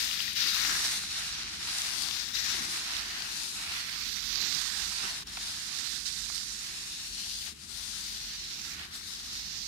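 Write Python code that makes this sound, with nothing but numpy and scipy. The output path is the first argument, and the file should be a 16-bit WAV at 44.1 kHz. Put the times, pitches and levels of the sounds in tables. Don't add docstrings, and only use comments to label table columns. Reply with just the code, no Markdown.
import sys
import numpy as np
from scipy import signal
from scipy.fft import rfft, irfft, next_fast_len
from scipy.io import wavfile
from scipy.ndimage import uniform_filter1d, map_coordinates

SR = 44100
rng = np.random.default_rng(int(sys.argv[2]) if len(sys.argv) > 2 else 0)


def natural_amplitude(level_db):
    exponent = np.asarray(level_db, float) / 20
    return 10 ** exponent


def waveform_to_disk(signal):
    frames = np.transpose(np.atleast_2d(signal))
    scaled = np.clip(frames, -1, 1) * 32767
    samples = np.round(scaled).astype(np.int16)
    wavfile.write(sys.argv[1], SR, samples)


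N = 426447

# start_s [s], speed_db [dB]
SPEED_CURVE = [(0, -33.5), (.3, -37), (.62, -33), (.91, -36.5), (1.2, -38), (1.75, -36.5), (2.05, -36.5),
               (2.5, -36.5), (2.75, -40), (3.3, -40.5), (3.85, -41), (4.45, -34.5), (5.1, -40),
               (5.8, -38.5), (6.7, -43.5), (7.9, -41), (8.5, -43), (9.67, -40.5)]
# start_s [s], weight_db [dB]
WEIGHT_CURVE = [(0, 0), (.4, 1.5), (.7, 3), (1.05, -1), (1.3, 0), (1.86, 1.5), (2.3, -2.5), (2.55, 2),
                (3.2, 4), (3.5, 1), (3.75, 5), (4.28, -4.5), (5.15, 0.5), (5.9, -3.5), (7.3, -7.5),
                (8.55, -4), (8.81, 4), (9.05, -6.5)]
# peak_s [s], swell_db [dB], approach_s [s], recovery_s [s]
HAND_LEANS = [
    (.46, 5.5, 0.092, 0.027),
    (.72, 7.5, 0.16, 0.14),
    (2.63, 8, 0.22, 0.16),
    (3.42, 2, .1, .06),
    (4.42, 5.5, 0.18, 0.16),
    (5.04, 6, 0.033, 0.016),
    (7.48, 3.5, 0.045, .03),
    (2.05, 4.5, 0.14, 0.064),
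]


def unit(x):
    return x / np.sqrt(np.mean(x ** 2, axis=-1, keepdims=True) + 1e-20)


def curves(rows):
    s, *cols = np.transpose(rows)
    return [np.interp(np.arange(N) / SR, s, c) for c in cols]


def swells(table):
    t = np.arange(N) / SR
    total_db = np.zeros(N)
    for s, db, before, after in table:
        approach = np.clip(1 - (s - t) / before, 0, 1) ** 0.91
        recovery = np.exp(-np.abs(t - s) / after)
        total_db += db * np.where(t < s, approach, recovery)
    return total_db


def wobble(rate):
    knots = rng.standard_normal(int(N * rate / SR) + 4)
    return map_coordinates(knots, [np.arange(N) * rate / SR])


def filtered(x, response):
    m = next_fast_len(N + 8192)
    return irfft(rfft(x, m) * response(np.fft.rfftfreq(m, 1 / SR)), m)[..., :N]


def coloured(x, points):
    f, db = np.transpose(points)
    return unit(filtered(x, lambda hz: natural_amplitude(np.interp(np.log(hz + 1), np.log(f + 1), db))))


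def tilted(x, points, tilt_db, bright):
    dull = coloured(x, [(f, db - tilt_db * np.log2(f)) for f, db in points])
    keen = coloured(x, [(f, db + tilt_db * np.log2(f)) for f, db in points])
    bright = np.clip(bright, 0, 1)
    return (1 - bright) * dull + bright * keen


def ears(db, pan_db):
    ratio = natural_amplitude(pan_db)
    return 2 * natural_amplitude(db) * np.array([ratio, 1 + 0 * ratio]) / np.sqrt(1 + ratio ** 2)


def pair(alike):
    common, *own = rng.standard_normal((3, N))
    return np.sqrt(alike) * common + np.sqrt(1 - alike) * np.array(own)


def room_rumble():
    # pitch_hz [Hz], level_db [dB]
    rumble_colour = [(18, -60), (30, -23), (47, -0.5), (57, -10.5), (70, -2), (95, -9.5), (112, -15),
                     (150, -9), (172, -12), (200, -8), (270, -19.5), (400, -120)]
    side_db = np.array([[-2.2], [2.2]])
    return natural_amplitude(-57.5 + wobble(4.4)) * natural_amplitude(side_db) * coloured(pair(0.95), rumble_colour)


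def room_hum():
    pitch_hz = 47.9 + 1.85 * wobble(5)
    level_db = -61.5 + 2.1 * wobble(3.3) + np.array([[-2.2], [2.2]])
    return natural_amplitude(level_db) * np.sin(2 * np.pi * np.cumsum(pitch_hz) / SR)


def room_air():
    # pitch_hz [Hz], level_db [dB]
    air_colour = [(300, -120), (700, -12), (3000, 0.5), (8000, -14), (16000, -24)]
    return natural_amplitude(-56.5) * coloured(pair(0.066), air_colour)


def table_thrum():
    # pitch_hz [Hz], level_db [dB]
    thrum_colour = [(60, -120), (110, -6), (170, -1), (230, -3.5), (300, -1), (450, -4.5), (800, -36),
                    (1500, -120)]
    speed_db, weight_db = curves(SPEED_CURVE)[0], curves(WEIGHT_CURVE)[0]
    level_db = -59.5 + 0.21 * (speed_db - speed_db.mean()) + 0.26 * weight_db + swells(HAND_LEANS)
    side_db = np.array([[-.6], [.6]])
    return natural_amplitude(level_db) * natural_amplitude(side_db) * coloured(pair(0.36), thrum_colour)


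def knocks(table, cycles, crack, gain_db):
    out, t = np.zeros((2, N + SR)), np.arange(SR // 10) / SR
    for s, db, pan_db, hz in table:
        fade = np.exp(-t * hz / cycles) * (1 - np.exp(-t * hz * 2.5))
        grit = unit(uniform_filter1d(rng.standard_normal((2, len(t))), 1 + int(SR / hz / 2)))
        ring = fade * (1 + crack * grit) * np.sin(2 * np.pi * hz * t + crack * grit)
        ring = ring / np.abs(ring).max(axis=1, keepdims=True)
        ring = ring * natural_amplitude(db + gain_db + np.minimum(0, [[pan_db], [-pan_db]]))
        for ear, way in enumerate((-1, 1)):
            late_s = max(way * pan_db, 0) * 3e-5
            start = round((s - .75 / hz + late_s) * SR)
            out[ear, start:][:len(t)] += ring[ear]
    lowest_hz = min(row[3] for row in table) / 2
    return filtered(out[:, :N], lambda f: (1j * f / (lowest_hz + 1j * f)) ** 2)


def table_bumps():
    # peak_s [s], level_db [dB], left_right_db [dB], pitch_hz [Hz]
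    bumps = [
        (2.545, -42, 7, 370),
        (2.61, -39, 2, 217),
        (2.675, -43, 2, 178),
        (2.75, -55, 2, 171),
        (4.5, -45, -8, 264),
        (4.56, -38, -12, 164),
        (5.04, -49, -1, 202),
        (5.045, -43, 3, 378),
    ]
    return knocks(bumps, cycles=4.5, crack=0.43, gain_db=2.5)


def fold_snaps():
    # peak_s [s], level_db [dB], left_right_db [dB], pitch_hz [Hz]
    snaps = [(.4048, -13, 15, 5030), (.4072, -14, 12, 4500), (.6075, -16, 11, 4200), (.8812, -18, 6, 3900),
             (1.4154, -27, -4, 4500), (1.5424, -28, -6, 4800), (1.5705, -28, -1, 4800),
             (1.651, -22, 9, 5000), (1.6891, -21, 9, 4200), (1.7, -20, 6, 4500), (1.7855, -18, 3, 5600),
             (1.8184, -18, 2, 6300), (2.0113, -18, 17, 4800), (2.0354, -18, 14, 4600),
             (2.0859, -17, 18, 4800), (2.1991, -18, 19, 5000), (2.3553, -18, 13, 4400),
             (3.2222, -22, 8, 4500), (4.3567, -13, -25, 4800), (4.3735, -17, -20, 4400),
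             (4.4166, -14, -22, 4830), (4.428, -18, -20, 4700), (4.549, -17, -10, 5240),
             (5.2735, -31, 0, 5300), (5.7505, -21, -11, 4400), (5.788, -21, -11, 5090),
             (6.056, -23, -8, 5240), (6.0662, -21, -12, 5000), (6.078, -20, -14, 4300),
             (6.3796, -21, -12, 4940), (8.617, -24, 2, 6200), (8.7955, -31, -4, 4400),
             (8.8522, -31, -5, 4500), (8.9542, -29, 9, 4800), (9.136, -28, 3, 6200),
             (9.6546, -26, -11, 4800)]
    # peak_s [s], level_db [dB], left_right_db [dB], pitch_hz [Hz]
    flicks = [(.2202, -24, 19, 9250), (.2293, -25, 20, 9000), (.2585, -27, 15, 9000),
              (.2864, -29, 18, 9000), (.3336, -22, 22, 9000), (.9016, -26, 9, 9300), (1.0365, -30, 2, 9250),
              (1.6358, -31, 4, 9300), (1.7855, -29, 7, 9700), (1.8184, -27, 8, 8500),
              (2.3134, -30, 20, 9000), (4.4254, -25, -25, 11900), (4.5492, -25, -8, 10500),
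              (4.6109, -32, 2, 9500), (5.0331, -31, -2, 9350), (5.2705, -35, 18, 9610),
              (5.9526, -32, -3, 9240), (6.0009, -31, -13, 9300), (6.0653, -33, -2, 9260),
              (6.3796, -28, -16, 9300), (7.4542, -26, 12, 9300), (8.8512, -38, 5, 9500),
              (8.939, -35, 13, 9500), (8.9991, -34, 16, 10000)]
    # peak_s [s], level_db [dB], left_right_db [dB], pitch_hz [Hz]
    ticks = [(.1127, -17, 16, 2900), (.2045, -15, 22, 3000), (.2795, -22, 14, 1900),
             (1.3519, -25, -5, 3300), (1.6288, -25, 4, 3200), (1.819, -21, 5, 3000),
             (2.0213, -23, 10, 3250), (2.1107, -20, 16, 3100), (2.371, -20, 10, 2720), (2.79, -27, 5, 2800),
             (2.9676, -19, -7, 3300), (3.2227, -25, 9, 3000), (4.3569, -23, -20, 3000),
             (5.3707, -25, -8, 3600), (5.3732, -28, 0, 2600), (6.3798, -27, -14, 2900),
             (8.7952, -29, -10, 2900), (8.8351, -32, -8, 2800), (9.1383, -33, 4, 3000)]
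    # peak_s [s], level_db [dB], left_right_db [dB], pitch_hz [Hz]
    slaps = [(1.0365, -32, 2, 1500), (1.6873, -29, 3, 1500), (4.4254, -27, -18, 1710),
             (5.3723, -27, -7, 1400), (5.375, -31, -7, 750), (5.7889, -32, -9, 1500),
             (6.3007, -27, -17, 1150), (6.3796, -35, -9, 1510), (7.27, -47, 0, 910),
             (8.4351, -36, -6, 1800), (8.7973, -40, -2, 1400), (9.0113, -40, 10, 1110),
             (9.1023, -46, 1, 1110)]
    thin = knocks(snaps, cycles=3.5, crack=.22, gain_db=1.5) + knocks(flicks, cycles=5, crack=.4, gain_db=1.5)
    thick = knocks(ticks, cycles=2.5, crack=.35, gain_db=2.5) + knocks(slaps, cycles=2.2, crack=.8, gain_db=3)
    return thin + thick


def fibres(pan_db, spread_db, sparse, burst_s, alike, lag_per_db):
    size_db = spread_db * np.minimum(rng.exponential(size=(3, N)), 3.6)
    starts = (rng.random((3, N)) < .006) * natural_amplitude(size_db)
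    bursts = signal.lfilter([1], [1, -np.exp(-1 / (burst_s * SR))], starts)
    slips = unit(rng.standard_normal((3, N)) * (1 + sparse * unit(bursts)))
    lag = np.clip(lag_per_db * pan_db, -18, 18)
    n = np.arange(N)
    common = np.array([np.interp(n + way * lag, n, slips[0]) for way in (1, -1)])
    return np.sqrt(alike) * unit(common) + np.sqrt(1 - alike) * slips[1:]


def patchy(x, patchy_db, bins, frames):
    z = signal.stft(x, nperseg=512)[2]
    field = rng.standard_normal(z.shape)
    for _ in range(2):
        field = uniform_filter1d(uniform_filter1d(field, bins, axis=1), frames, axis=2)
    return signal.istft(z * natural_amplitude(patchy_db * field / field.std()), nperseg=512)[1][:, :N]


def creased(x):
    quick = patchy(x, 0.85, bins=5, frames=9)
    return patchy(quick, 0.34, bins=3, frames=70)


def fibre_slips(pan_db):
    fast = np.array([wobble(150), wobble(150)])
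    tremble = natural_amplitude(.45 * wobble(12) + .7 * wobble(40) + .4 * fast)
    coarse = fibres(pan_db, spread_db=2.5, sparse=0.34, burst_s=0.00048, alike=0.17, lag_per_db=2.08)
    fine = fibres(pan_db, spread_db=7.5, sparse=0.15, burst_s=0.00032, alike=0.089, lag_per_db=2.5)
    return creased(tremble * coarse), creased(tremble * fine)


def hem_scuff(coarse, level_db, pan_db):
    # pitch_hz [Hz], level_db [dB]
    scuff_colour = [(250, -120), (420, -19), (650, -1), (900, -2), (1150, -4), (1600, -9.5), (2500, -120)]
    return ears(level_db - 21, pan_db) * coloured(coarse, scuff_colour)


def sheet_drag(coarse, level_db, pan_db, bright):
    # pitch_hz [Hz], level_db [dB]
    drag_colour = [(600, -120), (950, -21.5), (1300, -6), (1800, 2.5), (2300, 1), (2800, 0.5), (3400, -8),
                   (4500, -44), (6000, -120)]
    return ears(level_db - 8, pan_db) * tilted(coarse, drag_colour, 6.5, bright)


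def ear_hiss(coarse, fine, level_db, pan_db, bright):
    # pitch_hz [Hz], level_db [dB]
    hiss_colour = [(1500, -120), (2400, -27.5), (3250, -8.5), (3650, -1), (4050, 1), (4900, 1),
                   (6000, -1.5), (7200, -13), (9000, -41), (12000, -120)]
    return ears(level_db, pan_db) * tilted(0.62 * coarse + 0.78 * fine, hiss_colour, 8.5, bright)


def sheet_sheen(fine, level_db, pan_db):
    # pitch_hz [Hz], level_db [dB]
    sheen_colour = [(4500, -120), (6500, -6), (8000, -3), (9500, -2.5), (11000, -8), (12500, -16),
                    (16000, -120)]
    return ears(level_db - 9.5, pan_db) * coloured(fine, sheen_colour)


def fold_glint(fine, level_db, pan_db):
    # pitch_hz [Hz], level_db [dB]
    glint_colour = [(8000, -120), (11000, -12), (12300, -3.5), (14000, -3), (15500, -9.5), (16000, -14),
                    (18000, -120)]
    # peak_s [s], crispness_db [dB], approach_s [s], recovery_s [s]
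    crackles = [
        (1.07, -6, .04, .05),
        (1.25, 5, .1, .06),
        (2.3, 0, .05, .05),
        (7.46, 4, .1, .03),
        (7.6, -7, .04, .1),
        (8.4, -7, .12, .12),
        (8.73, 5, .15, .012),
        (8.8, -3, .03, .08),
        (8.95, 4, .015, .04),
    ]
    return ears(level_db - 20 + swells(crackles), 2.1 * pan_db) * coloured(fine, glint_colour)


def table_bounce(x):
    # start_s [s], left_delay_ms [ms], left_share [0-1], right_delay_ms [ms], right_share [0-1]
    bounce = [(0, 0.57, 0.21, 0.88, .15), (.55, 0.6, 0, 1.5, 0.00056), (1, 0.49, 0.19, 0.75, 0.21),
              (1.45, 0.59, 0, 0.71, 0.11), (1.7, 0.46, 0, 0.74, 0.2), (2.1, 0.61, 0, 0.95, 0.19),
              (2.35, 0.53, 0.26, 0.92, 0.081), (2.8, 0.56, 0.016, 0.76, 0.17),
              (3.3, 0.72, 0.18, 0.63, 0.042), (3.5, 0.78, 0.15, 0.73, 0.22), (3.9, 0.66, 0.4, 0.94, 0.14),
              (4.25, .78, .3, 0.84, 0), (4.4, 0.63, 0.045, 0.83, 0), (4.75, 0.76, 0.51, 1.2, 0.099),
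              (5.1, 0.56, 0.13, 0.67, 0.2), (5.3, 0.56, .25, 0.96, 0), (5.9, .7, 0.36, .72, 0),
              (6.4, 0.63, .3, .7, 0), (6.62, 0.54, 0, .76, .2), (6.7, .76, .35, 1.2, 0.0024),
              (6.85, 0.78, .5, 1.09, 0.37), (7.15, 0.7, 0.41, 1.11, 0.35), (7.4, 0.63, 0.36, .62, 0.22),
              (7.5, 0.6, .1, .85, 0.01), (7.7, 0.62, 0.014, 1.6, .25), (8.1, 0.64, 0.18, 1.3, 0.097),
              (8.55, 0.75, 0.46, .85, 0.15), (8.85, 0.6, 0, .8, 0), (9.05, 0.47, 0.21, .8, .05),
              (9.3, 0.76, 0.15, .75, 0), (9.67, 0.63, .4, 0.97, .1)]
    left_ms, left, right_ms, right = curves(bounce)
    late = np.arange(N) - SR * np.array([left_ms, right_ms]) / 1000
    share = np.clip([left, right], 0, .7)
    copy = np.array([map_coordinates(ear, [at], order=3) for ear, at in zip(x, late)])
    return (x + share * copy) / np.sqrt(1 + share ** 2)


def ear_notch(x):
    # start_s [s], centre_hz [Hz], depth_db [dB]
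    notch_path = [
        (3.6, 10500, -2),
        (3.85, 10500, -5),
        (4.1, 10000, -2),
        (4.25, 8500, -2),
        (4.4, 8800, -12),
        (4.48, 10000, -13),
        (4.65, 10500, -6),
    ]
    hz, t, z = signal.stft(x[1], SR, nperseg=512)
    s, centre_hz, depth_db = np.transpose(notch_path)
    off_centre = (hz[:, None] - np.interp(t, s, centre_hz)) / 900
    dip_db = np.interp(t, s, depth_db) * np.exp(-off_centre ** 2)
    return np.array([x[0], signal.istft(z * natural_amplitude(dip_db), SR, nperseg=512)[1][:N]])


def sheet_sweep():
    # start_s [s], left_right_db [dB]
    place = [(0, 9.5), (.62, 9.5), (.8, 0.5), (1.8, 1), (2.05, 10.5), (2.4, 10.5), (2.85, -1.5), (3.35, 6),
             (3.8, -4), (4.44, -28), (5.17, 1), (5.5, -1), (6.0, -19.5), (6.75, -3), (7.7, 11), (8.7, -6.5),
             (9.05, 5.5), (9.67, -10.5)]
    # peak_s [s], left_right_db [dB], approach_s [s], recovery_s [s]
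    swerves = [
        (2.26, 2, .1, .05),
        (2.99, -7, 0.083, 0.12),
        (3.23, 2, 0.03, .02),
        (4.04, 2.5, .15, 0.086),
        (4.44, -7, .1, 0.046),
        (5.68, -1, .1, .1),
        (6.06, 9, .03, 0.036),
        (7.41, -4, 0.17, 0.044),
        (8.89, 3, .1, 0.045),
    ]
    # peak_s [s], change_db [dB], approach_s [s], recovery_s [s]
    turns = [(.349, -8, 0.057, 0.0049), (.4, 4, 0.095, 0.12), (.52, 0, 0.095, 0.044),
             (.73, 0, 0.057, 0.044), (3.89, -1, 0.053, 0.033), (4.85, 0.5, 0.094, 0.032),
             (5.54, -1.5, 0.035, 0.044), (6.35, 2.5, 0.089, 0.1), (6.93, -0.5, 0.053, 0.1),
             (1.03, -4, 0.066, 0.26), (1.5, -6, 0.15, 0.19), (1.62, -3.5, 0.12, 0.0089),
             (1.69, 1.5, 0.036, .03), (1.75, -2, .04, 0.014), (2.33, -5.5, 0.12, 0.012),
             (2.345, 3, .006, 0.24), (2.99, 3, 0.1, 0.025), (3.04, -3, 0.015, 0.17), (3.39, 1.5, 0.1, .08),
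             (3.58, -1.5, 0.055, 0.043), (3.72, 1.5, 0.11, 0.08), (5.242, -19, 0.0086, 0.031),
             (5.262, -11.5, 0.1, 0.011), (5.3, -5.5, 0.024, 0.13), (6.05, -3.5, 0.077, .004),
             (6.06, 5.5, .006, 0.045), (6.25, 1, 0.086, 0.034), (7.24, 2, 0.1, 0.062),
             (7.51, -0.5, 0.072, 0.017), (7.58, -15, 0.091, 0.062), (7.7, -5, 0.1, 0.029),
             (8.72, 0.5, 0.11, 0.011), (8.755, -6.5, 0.0099, 0.1), (8.905, -12, 0.089, 0.021),
             (9.02, -5.5, 0.063, 0.051), (9.21, -2.5, 0.093, 0.19), (7.542, -9, .015, .025)]
    # peak_s [s], weight_db [dB], approach_s [s], recovery_s [s]
    presses = [(1.22, 3.5, .08, 0.066), (3.25, -0.5, 0.081, .05), (5.06, 3.5, 0.065, .06),
               (.22, 1.5, .1, 0.094), (.5, -0.5, .08, .08), (.78, -1, .08, 0.055), (1.02, 0, .05, .05),
               (3.58, 3.5, .01, 0.081), (.35, 0, 0.062, .02), (1.48, 2, .1, 0.042),
               (2.02, -3.5, 0.083, 0.031), (2.31, 4.5, 0.037, 0.0077), (2.72, -1.5, 0.14, 0.12),
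               (2.91, 2, 0.099, 0.034), (3.39, -4, 0.12, 0.085), (3.49, -3, 0.052, 0.045),
               (4.44, 1, 0.14, 0.046), (4.74, 1, 0.47, 0.086), (5.7, 1, 0.026, .03), (5.8, 2, 0.026, 0.046),
               (6.3, 0, 0.048, 0.018), (6.7, 6.5, 0.18, 0.98), (7.08, -1, 0.1, .08),
               (7.38, -2, 0.16, 0.034), (7.48, 5, 0.047, 0.027), (8.3, 0, 0.19, 0.089),
               (9.21, 3, 0.11, 0.19)]
    # start_s [s], opening_db [dB], crispness_db [dB]
    facing = [(0, -1, 4.5), (.38, -6, 5), (0.601, -3, 6), (.91, 4, 0), (1.1, 0.5, -3), (1.45, -5.5, -11),
              (1.8, 4, -1), (2.38, -7, 2.5), (2.72, 3.5, -1), (3.12, -2.5, 0), (3.56, 5, -1), (4.0, -4, 3),
              (4.42, -6.5, 0), (4.62, 1, -2), (6.3, 2, -4), (7.65, 3, 0), (8.4, 1.5, 1.5), (9.55, -3.5, -2)]
    # peak_s [s], opening_db [dB], approach_s [s], recovery_s [s]
    flips = [(.3, 0, .06, .03), (1.29, 3.5, 0.15, .02), (2.02, 2, 0.1, .05), (3.26, 1, .05, 0.056),
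             (5.25, -4, .05, .03), (5.5, 0, .05, 0.12), (7.25, -2, .2, .15), (8.1, -2, 0.083, 0.042),
             (8.35, -6.5, 0.23, 0.36), (8.7, 3, 0.093, 0.034), (8.8, 0, 0.046, 0.036),
             (8.95, 7.5, .02, .03), (9.02, -1, .03, .02), (9.1, 5, .06, .05), (9.2, 2, .1, .1),
             (9.52, -3.5, 0.16, .1)]
    # start_s [s], drag_bright [0-1], hiss_bright [0-1], hem_slack_db [dB]
    taut = [(0, 0.63, .3, -2), (.25, 0.96, 0.27, -6), (.5, 0.5, 0.27, -7.5), (.75, 0.04, 0.57, -1),
            (1, 0.5, 0.34, 1), (1.5, 0.6, 0.4, 0), (2.05, 0.54, 0.3, 4.5), (2.4, 0.55, .6, -3),
            (3, 0.5, 0.33, 1.5), (3.4, 0.6, 0.45, 4), (3.75, 0.46, 0.2, -1.5), (4.4, 0.34, 0.47, -1.5),
            (5.2, 0.57, 0.34, 4), (5.9, .55, 0.48, 2), (6.5, 0.5, 0.66, 1.5), (6.85, 0.7, 0.53, -1.5),
            (7.3, 1, 0.4, 4), (7.7, 0.5, 0.43, 5), (8.45, 0.75, 0.44, 0), (8.7, 0.8, 0.86, 1),
            (8.8, 0.27, 0.1, 2.5), (9, 0.06, 0.3, 3.5), (9.67, 0.9, 0.65, 4.5)]

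    speed_db, turn_db = curves(SPEED_CURVE)[0], swells(turns)
    pan_db = curves(place)[0] + swells(swerves)
    weight_db = curves(WEIGHT_CURVE)[0] + swells(presses)
    open_db, crisp_db = curves(facing)
    open_db = open_db + swells(flips)
    drag_bright, hiss_bright, slack_db = curves(taut)
    low_db, high_db = speed_db + 0.88 * turn_db, speed_db + 0.78 * turn_db
    low_pan_db, high_pan_db = 0.7 * pan_db - 1, pan_db + 3

    coarse, fine = fibre_slips(pan_db)
    scuff_db = low_db + slack_db + 1.27 * weight_db + 0.62 * swells(HAND_LEANS)
    scuff = hem_scuff(coarse, scuff_db, low_pan_db)
    drag = sheet_drag(coarse, low_db + weight_db, low_pan_db, drag_bright)
    hiss = ear_hiss(coarse, fine, speed_db + turn_db, pan_db, hiss_bright)
    sheen = sheet_sheen(fine, high_db + open_db, high_pan_db)
    glint = fold_glint(fine, high_db + crisp_db, high_pan_db)
    return ear_notch(scuff + table_bounce(drag + hiss) + sheen + glint)


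def scene():
    room = room_rumble() + room_hum() + room_air() + table_thrum()
    return room + table_bumps() + fold_snaps() + sheet_sweep()


def equaliser(f):
    hz, wide_hz, depth_db = 540, 260, -27
    off_centre = hz * hz - f * f
    notch = (off_centre + 1j * f * wide_hz * natural_amplitude(depth_db)) / (off_centre + 1j * f * wide_hz)
    return notch * (f < 15810)


def band_limit(x):
    return signal.sosfilt(signal.butter(12, 15880, fs=SR, output="sos"), x)


def record(dry):
    mix = filtered(dry, equaliser)
    return band_limit(mix)


dry = scene()
out = record(dry)
waveform_to_disk(out)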